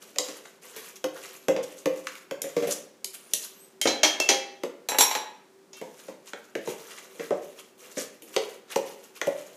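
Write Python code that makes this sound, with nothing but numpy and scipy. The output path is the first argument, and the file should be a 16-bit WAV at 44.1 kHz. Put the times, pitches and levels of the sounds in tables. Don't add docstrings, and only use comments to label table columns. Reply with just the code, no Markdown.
import sys
import numpy as np
from scipy import signal
from scipy.fft import rfft, irfft
from scipy.io import wavfile

SR = 44100
rng = np.random.default_rng(int(sys.argv[2]) if len(sys.argv) > 2 else 0)


def unload_audio(sound):
    columns = np.transpose(np.atleast_2d(sound))
    steps = np.round(np.clip(columns, -1, 1) * 32767)
    wavfile.write(sys.argv[1], SR, steps.astype(np.int16))


N = 421596
TIME = np.arange(N) / SR
AGE = TIME[:SR]


def amp(db):
    return 10 ** (np.asarray(db) / 20)


def unit(x):
    return x / np.sqrt(np.sum(x ** 2))


def steady(x):
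    return x / np.std(x)


def fade(t60_s):
    return np.exp(-np.log(1000) * AGE / t60_s)


def burst(t60_s):
    return unit(rng.standard_normal(SR) * fade(t60_s))


def band(x, lo_hz, hi_hz, order=3):
    edges_hz = [lo_hz, min(hi_hz, 0.49 * SR)]
    return signal.sosfilt(signal.butter(order, edges_hz, "band", fs=SR, output="sos"), x)


def resonate(x, hz, q):
    return signal.lfilter(*signal.iirpeak(hz, q, fs=SR), x)


def resonate_twice(x, hz, q):
    return resonate(resonate(x, hz, q), hz, q)


def colour(x, points, size=4096):
    hz, db = np.transpose(points)
    log_hz = np.log(np.fft.rfftfreq(size, 1 / SR) + 1)
    gain = amp(np.interp(log_hz, np.log(hz), db))
    cepstrum = irfft(np.log(gain))[:size // 2]
    cepstrum[1:] *= 2
    response = irfft(np.exp(rfft(cepstrum, size)))
    return signal.fftconvolve(x, response)[:len(x)]


def add(out, s, x):
    i = max(int(s * SR), 0)
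    out[i:i + len(x)] += x[:N - i]


KITCHEN_T60_S, KITCHEN_TREBLE_T60_S, KITCHEN_DB = 0.57, 0.31, -4


def kitchen(early_db=-6, early_t60_s=0.097, gap_s=0.0058):
    low = band(burst(KITCHEN_T60_S), 40, 3500, order=2)
    treble = band(burst(KITCHEN_TREBLE_T60_S), 3000, SR / 2, order=2)
    echoes = amp(KITCHEN_DB) * (low + treble) + amp(early_db) * burst(early_t60_s)
    onset = np.clip(AGE / gap_s - 0.5, 0, 1)
    return signal.unit_impulse(SR) + echoes * onset


# (frequency [Hz], gain [dB])
AIR_COLOUR = [(40, -31), (90, -24), (190, -1), (400, -1.5), (700, -9), (1500, -13), (3000, -20),
              (7000, -21), (15000, -30)]
AIR_DB = -60
HUM_HZ, HUM_DB = 384.7, -61.5


def room_air(hum_q=25):
    hiss = steady(colour(rng.standard_normal(N), AIR_COLOUR))
    hum = steady(resonate_twice(rng.standard_normal(N), HUM_HZ, hum_q))
    return amp(AIR_DB) * hiss + amp(HUM_DB) * hum


# (start [s], length [s], top [Hz], pitch sag at both ends [0-1], level [dB])
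WHISTLE_EVENTS = [(1.297, 0.23, 11500, .07, -61), (3.17, 0.19, 9600, 0.13, -56),
                  (3.48, 0.23, 12800, 0.2, -55.5), (3.565, 0.12, 8230, 0.1, -51.5),
                  (5.72, 0.14, 13200, .09, -67), (5.928, 0.23, 9650, 0.2, -60.5)]


def whistles(waver=0.006):
    out = np.zeros(N)
    for s, length_s, top_hz, sag, db in WHISTLE_EVENTS:
        way = np.linspace(-1, 1, int(length_s * SR))
        unsteady = np.interp(way, np.linspace(-1, 1, 20), rng.standard_normal(20))
        hz = top_hz * (1 - sag * way ** 2 + waver * unsteady)
        swell = (1 - way ** 2) ** 2
        add(out, s, amp(db) * swell * np.sin(2 * np.pi * np.cumsum(hz) / SR))
    return signal.fftconvolve(out, unit(kitchen()))[:N]


def fork_squeak(s=5.745, length_s=0.076, slip_hz=452, peak_hz=2600, db=-53):
    age = AGE[:int(length_s * SR)]
    slips = signal.sawtooth(2 * np.pi * slip_hz * age)
    tone = steady(resonate(band(slips, 2500, 4700), peak_hz, q=3.0))
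    out = np.zeros(N)
    add(out, s, amp(db) * tone * signal.windows.tukey(len(age), 0.5))
    return out


def ring(modes, scatter_db=0.5, detune=0.0033):
    chance = rng.standard_normal((len(modes), 3))
    out = np.zeros(SR)
    for (hz, db, t60_s), (weight, shift, side) in zip(modes, chance):
        level = np.sign(side) * amp(db + scatter_db * weight)
        out += level * fade(t60_s) * np.sin(2 * np.pi * hz * (1 + detune * shift) * AGE)
    return unit(out)


def contact(points, crack_db, crack_t60_s, rattle_t60_s, rise_s=0.0013):
    closing = np.minimum(AGE / rise_s, 1)
    noise = amp(crack_db) * burst(crack_t60_s) + burst(rattle_t60_s)
    return unit(colour(noise * closing, points))


REGISTER_EDGES_HZ = [65, 750, 2000, 7000, 15000]


def blow(x, thud_db, contact_db, tilt_db, arch_db, attack_s=0.05):
    x = signal.fftconvolve(x, kitchen())[:SR]
    levels_db = [thud_db] + [contact_db + tilt_db * k - arch_db * k ** 2 for k in (-1, 0, 1)]
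    out = np.zeros(SR)
    for lo_hz, hi_hz, db in zip(REGISTER_EDGES_HZ, REGISTER_EDGES_HZ[1:], levels_db):
        part = band(x, lo_hz, hi_hz)
        out += amp(db) * part / np.std(part[:int(attack_s * SR)])
    return out


# (time [s], thud [dB], contact [dB], hardness tilt [dB per register])
DISH_BLOWS = [(4.887, -40, -31.5, 1.5), (4.918, -38.5, -44, -13), (4.946, -38.5, -51, -19.5),
              (4.985, -31, -22, 3), (5.008, -38, -19.5, 2), (5.112, -51, -34, -3.5),
              (5.151, -38.5, -32.5, -5)]
# (frequency [Hz], level [dB], t60 [s])
CHINA_MODES = [(863, -6.5, 0.34), (825, -12, 0.19), (962, -14, 0.46), (1044, -16.5, 0.51),
               (1678, -18, 0.27), (2530, -7, 0.28), (3920, 4.5, 0.35), (5615, 2, .3), (5688, 2, .3),
               (6885, -4, .07), (7589, 2, .27), (9750, -5, .17), (10100, -4, .2), (11165, -6, 0.11),
               (11847, -8.5, 0.24)]
# (frequency [Hz], gain [dB])
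CHINA_COLOUR = [(70, -39.5), (200, -9), (480, 5), (650, -2.5), (880, 2.5), (1400, -9.5), (4000, 7.5),
                (5100, -5), (5700, 6.5), (7300, -3), (9000, -16), (10000, -10.5), (12300, -4.5),
                (14000, -14)]


def dish_clatter(modes_db=-2):
    out = np.zeros(N)
    for s, thud_db, contact_db, tilt_db in DISH_BLOWS:
        china = ring(CHINA_MODES, scatter_db=2, detune=0.0005)
        crack = contact(CHINA_COLOUR, crack_db=0, crack_t60_s=0.022, rattle_t60_s=0.16, rise_s=0.0003)
        add(out, s, blow(amp(modes_db) * china + crack, thud_db, contact_db, tilt_db, arch_db=2.5))
    return out


# (time [s], thud [dB], contact [dB], hardness tilt [dB per register],
#                         crack over rattle [dB], tine pitch [Hz], tine over rim [dB])
TINE_TAPS = [(3.814, -50.5, -28, 6.5, 8.5, 3150, 2), (3.855, -24, -32.5, -13, -0.5, 3040, -7),
             (3.872, -31.5, -25, -4.5, -6, 4046, -2), (4.032, -29.5, -17.5, -3.5, -7.5, 3184, 1),
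             (4.2, -33, -25, -1, 13.5, 2674, 5.5), (4.289, -27, -18.5, -2, -4.5, 4055, -8.5),
             (5.731, -66, -49.5, 0, -10, 2640, -31)]
# (frequency [Hz], level [dB], t60 [s])
RIM_RING_MODES = [(308, -3.5, 0.12), (533, 3.5, 0.33), (805, -7.5, 0.63), (1733, -12, 0.49),
                  (2165, 2, 0.18), (2270, -3, 0.22), (2636, 0.5, 0.18), (3280, -2, 0.38), (3520, -9, .25),
                  (3800, -10, 0.27), (4200, -10, .25), (4710, -11, 0.33), (5340, -9.5, .22),
                  (5604, 2, 0.15), (5670, -6, 0.13), (6870, 1.5, 0.094), (6710, 14, 0.028)]
# (frequency [Hz], gain [dB])
RIM_CONTACT_COLOUR = [(75, -36), (130, -20.5), (300, 4), (600, 4.5), (1200, -7), (2600, -6.5), (4800, -6),
                      (6300, -0.5), (7500, -11), (9200, -9), (10300, -12), (12500, -15), (15500, -24)]


def rim_taps(modes_db=-4, tine_t60_s=0.27, pair_gap_hz=47):
    out = np.zeros(N)
    for s, thud_db, contact_db, tilt_db, crack_db, hz, tine_db in TINE_TAPS:
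        pair = [(hz, 0, tine_t60_s), (hz + pair_gap_hz, -5, tine_t60_s)]
        tines = ring(pair, detune=0.0049)
        steel = unit(ring(RIM_RING_MODES) + amp(tine_db) * tines)
        crack = contact(RIM_CONTACT_COLOUR, crack_db, crack_t60_s=0.018, rattle_t60_s=0.16)
        add(out, s, blow(amp(modes_db) * steel + crack, thud_db, contact_db, tilt_db, arch_db=10.5))
    return out


# (start [s], length [s], level [dB])
MASH_STROKES = [(0.0, 0.054, -47), (0.224, 0.22, -50.5), (0.606, 0.25, -49.5), (1.129, 0.19, -46),
                (1.623, 0.2, -55.5), (1.915, 0.23, -52), (2.458, 0.27, -48.5), (3.148, 0.5, -59.5),
                (5.746, 0.31, -57.5), (6.192, 0.24, -60.5), (6.601, 0.47, -50), (7.131, 0.16, -47),
                (7.408, 0.21, -53.5), (7.772, 0.26, -50), (8.265, 0.21, -48.5), (8.683, 0.35, -52),
                (9.132, 0.54, -51)]
STROKE_ATTACK_S, STROKE_RELEASE_S = 0.03, 0.07


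def stirring():
    pressure = np.zeros(N)
    for s, length_s, db in MASH_STROKES:
        attack = np.clip((TIME - s) / STROKE_ATTACK_S, 0, 1)
        release = np.exp(-np.maximum(TIME - s - length_s, 0) / STROKE_RELEASE_S)
        pressure = np.maximum(pressure, amp(db) * attack * release)
    return pressure


# (frequency [Hz], gain [dB])
PASTE_COLOUR = [(500, 14.5), (1000, 2), (2700, -1), (4800, -6.5), (6400, -1), (8500, -6.5), (12000, -6.5),
                (15500, -12.5)]


def crackle(per_s=6000, spread_db=3.0, clump_db=5.5, count=18):
    step = SR // 40
    clumps = np.interp(TIME, TIME[::step], rng.standard_normal(len(TIME[::step])))
    at = rng.integers(0, N, int(per_s * N / SR))
    rarity = np.minimum(rng.exponential(size=len(at)), 4.5)
    signs = rng.choice([-1, 1], len(at))
    sizes = amp(spread_db * rarity + clump_db * clumps[at]) * signs
    out = np.zeros(N)
    for k, hz in enumerate(np.geomspace(700, 14000, count)):
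        pops = np.bincount(at[k::count], sizes[k::count], N)
        out += resonate_twice(pops, hz, q=3.5)
    return steady(colour(out, PASTE_COLOUR))


# (middle [s], Gaussian half length [s], level [dB], centre [Hz])
TINE_SQUELCHES = [(0.458, 0.0031, -40, 2620), (0.785, 0.02, -39.5, 2800), (0.963, 0.0053, -42, 6600),
                  (1.176, 0.011, -41, 2620), (1.637, 0.0056, -37.5, 6000), (1.79, 0.01, -47.5, 6340),
                  (2.72, 0.0099, -29.5, 7700), (3.146, 0.0076, -39, 9100), (3.428, 0.028, -40, 9200),
                  (6.922, 0.025, -44, 2800), (6.988, 0.0076, -40, 3000), (7.99, 0.023, -35, 6000),
                  (8.723, 0.021, -41, 2880)]
CHURN_HZ, CHURN_Q, CHURN_DB = 480, 1.9, -8


def mash(wet_db=0, smack_db=-5.0):
    paste = crackle()
    wet = steady(band(paste, 2600, 16000))
    smack = steady(band(paste, 1015, 2425))
    churn = steady(resonate_twice(rng.standard_normal(N), CHURN_HZ, CHURN_Q))
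    out = stirring() * (amp(wet_db) * wet + amp(smack_db) * smack + amp(CHURN_DB) * churn)
    for s, half_s, db, hz in TINE_SQUELCHES:
        near = np.abs(TIME - s) < 4 * half_s
        swell = np.exp(-((TIME[near] - s) / half_s) ** 2 / 2)
        out[near] += amp(db) * swell * steady(resonate(paste[near], hz, q=1.0))
    return signal.fftconvolve(out, unit(kitchen()))[:N]


# (time [s], thud [dB], contact [dB], hardness tilt [dB per register],
#                      crack over rattle [dB], base pitch [Hz], contact pitch [Hz])
BOWL_BLOWS = [(0.159, -44.5, -50, -5.5, 23, 565, 2470), (0.184, -36.5, -27, 0.5, 25, 505, 6300),
              (0.285, -43, -45, -6, 3, 531, 6400), (0.762, -46.5, -46, 3, -9, 447, 1180),
              (1.041, -28, -39, -5, 24, 524, 1230), (1.483, -20, -36, -6, 17, 527.5, 1090),
              (1.563, -30.5, -43.5, -10.5, 6, 513, 2720), (1.857, -23.5, -38.5, -6, 47, 523, 960),
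              (2.069, -71, -39.5, -6.5, 13, 454, 1780), (2.153, -75, -51, -2, 23, 412, 2360),
              (2.31, -34, -44, -6.5, 27, 536, 1500), (2.418, -47.5, -39, 13, 37, 461, 6100),
              (2.44, -35.5, -50.5, -8.5, -3, 545, 2010), (2.565, -24, -41.5, -7, 1, 478.6, 1180),
              (2.622, -32, -44, -5, -28, 571.6, 1320), (2.671, -31.5, -42, 3.5, -27, 525, 1240),
              (3.044, -57, -38, 10, 21, 390, 4800), (3.335, -47, -28.5, 12, 15, 442, 6850),
              (4.634, -30.5, -43.5, -6.5, 14.5, 474, 1017), (5.813, -38, -52, -6, 1.5, 508, 920),
              (6.082, -40, -55, -8, -8, 482, 960), (6.333, -45, -47, -12.5, 22, 473, 2540),
              (6.552, -32, -43, -8.5, 9.5, 442, 1700), (6.673, -31, -47.5, -7.5, 2, 403, 850),
              (7.195, -35, -47.5, -9, -2, 463, 1720), (7.306, -24, -50.5, -17.5, 3.5, 551, 1040),
              (7.97, -34, -47.5, -11, 2, 468, 2140), (8.221, -51.5, -56, 10.5, 2, 327, 2640),
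              (8.363, -25.5, -30.5, -7.5, 20, 450, 3800), (8.759, -24.5, -36, -7.5, 24, 475, 825),
              (9.214, -39, -36.5, -9, 27, 465, 1980), (9.27, -24, -49, -1, 13, 531, 960)]
# (frequency [Hz], level [dB], t60 [s])
BOWL_RING_MODES = [(176.5, -6, 0.071), (299.3, -1, 0.14), (418.4, -6, 0.14), (479, 0.5, 0.13),
                   (579, -6.5, .2), (815, -26.5, 0.099), (1073, -14, 0.23), (2046, -12, 0.15),
                   (2690, -26.5, 0.15), (2900, -20.5, .08), (6380, -10, 0.095)]
# (frequency [Hz], gain [dB])
BOWL_CONTACT_COLOUR = [(80, -50.5), (120, -19), (170, -2), (300, -1.5), (520, 3.5), (700, -11), (900, -1.5),
                       (1500, -10.5), (2500, -9.5), (5000, -11), (6600, -7), (8500, -7.5), (12000, -2),
                       (15500, -15)]
GRIP_S, LOOSE_RING_DB, HELD_RING_DB = 3.0, 5, -6.5
FIRM_THUD_DB, BODY_GROWTH = -24, 0.33
SETTLE_SHARE, SETTLE_S = 0.2545, 0.0094
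ARCH_DB_PER_OCTAVE, FLAT_SNAP_HZ = 3, 550


def bowl_knocks(base_t60_s=0.2, boom_db=2, boom_t60_s=0.081, flex_db=-1, flex_t60_s=0.044,
                modes_db=-4, snap_db=-3.0, snap_q=1.6, sway_s=0.0044):
    out = np.zeros(N)
    for s, thud_db, contact_db, tilt_db, crack_db, base_hz, snap_hz in BOWL_BLOWS:
        ring_db = LOOSE_RING_DB if s < GRIP_S else HELD_RING_DB
        boom = unit(resonate_twice(burst(boom_t60_s), base_hz, q=2.1))
        settling_hz = base_hz * (1 + SETTLE_SHARE * np.exp(-AGE / SETTLE_S))
        flex = unit(fade(flex_t60_s) * np.sin(2 * np.pi * np.cumsum(settling_hz) / SR))
        steel = ring([(base_hz, 0, base_t60_s)]) + amp(modes_db) * ring(BOWL_RING_MODES)
        moving = amp(BODY_GROWTH * (thud_db - FIRM_THUD_DB)) * (1 - np.exp(-AGE / sway_s))
        body = (amp(boom_db) * boom + amp(flex_db) * flex + amp(ring_db) * steel) * moving
        tick = contact(BOWL_CONTACT_COLOUR, crack_db, crack_t60_s=0.018, rattle_t60_s=0.25)
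        snap = band(unit(resonate(tick, snap_hz, snap_q)), 800, 16000, order=2)
        arch_db = ARCH_DB_PER_OCTAVE * np.log2(snap_hz / FLAT_SNAP_HZ)
        add(out, s, blow(tick + amp(snap_db) * snap + body, thud_db, contact_db, tilt_db, arch_db))
    return out


def scene():
    background = room_air() + whistles() + fork_squeak()
    blows = dish_clatter() + rim_taps() + bowl_knocks()
    return (background + mash() + blows)[None]


def record(dry):
    lowpass = signal.ellip(10, 0.2, 70, 15400, fs=SR, output="sos")
    return signal.sosfilt(lowpass, np.tanh(dry))


dry = scene()
out = record(dry)
unload_audio(out)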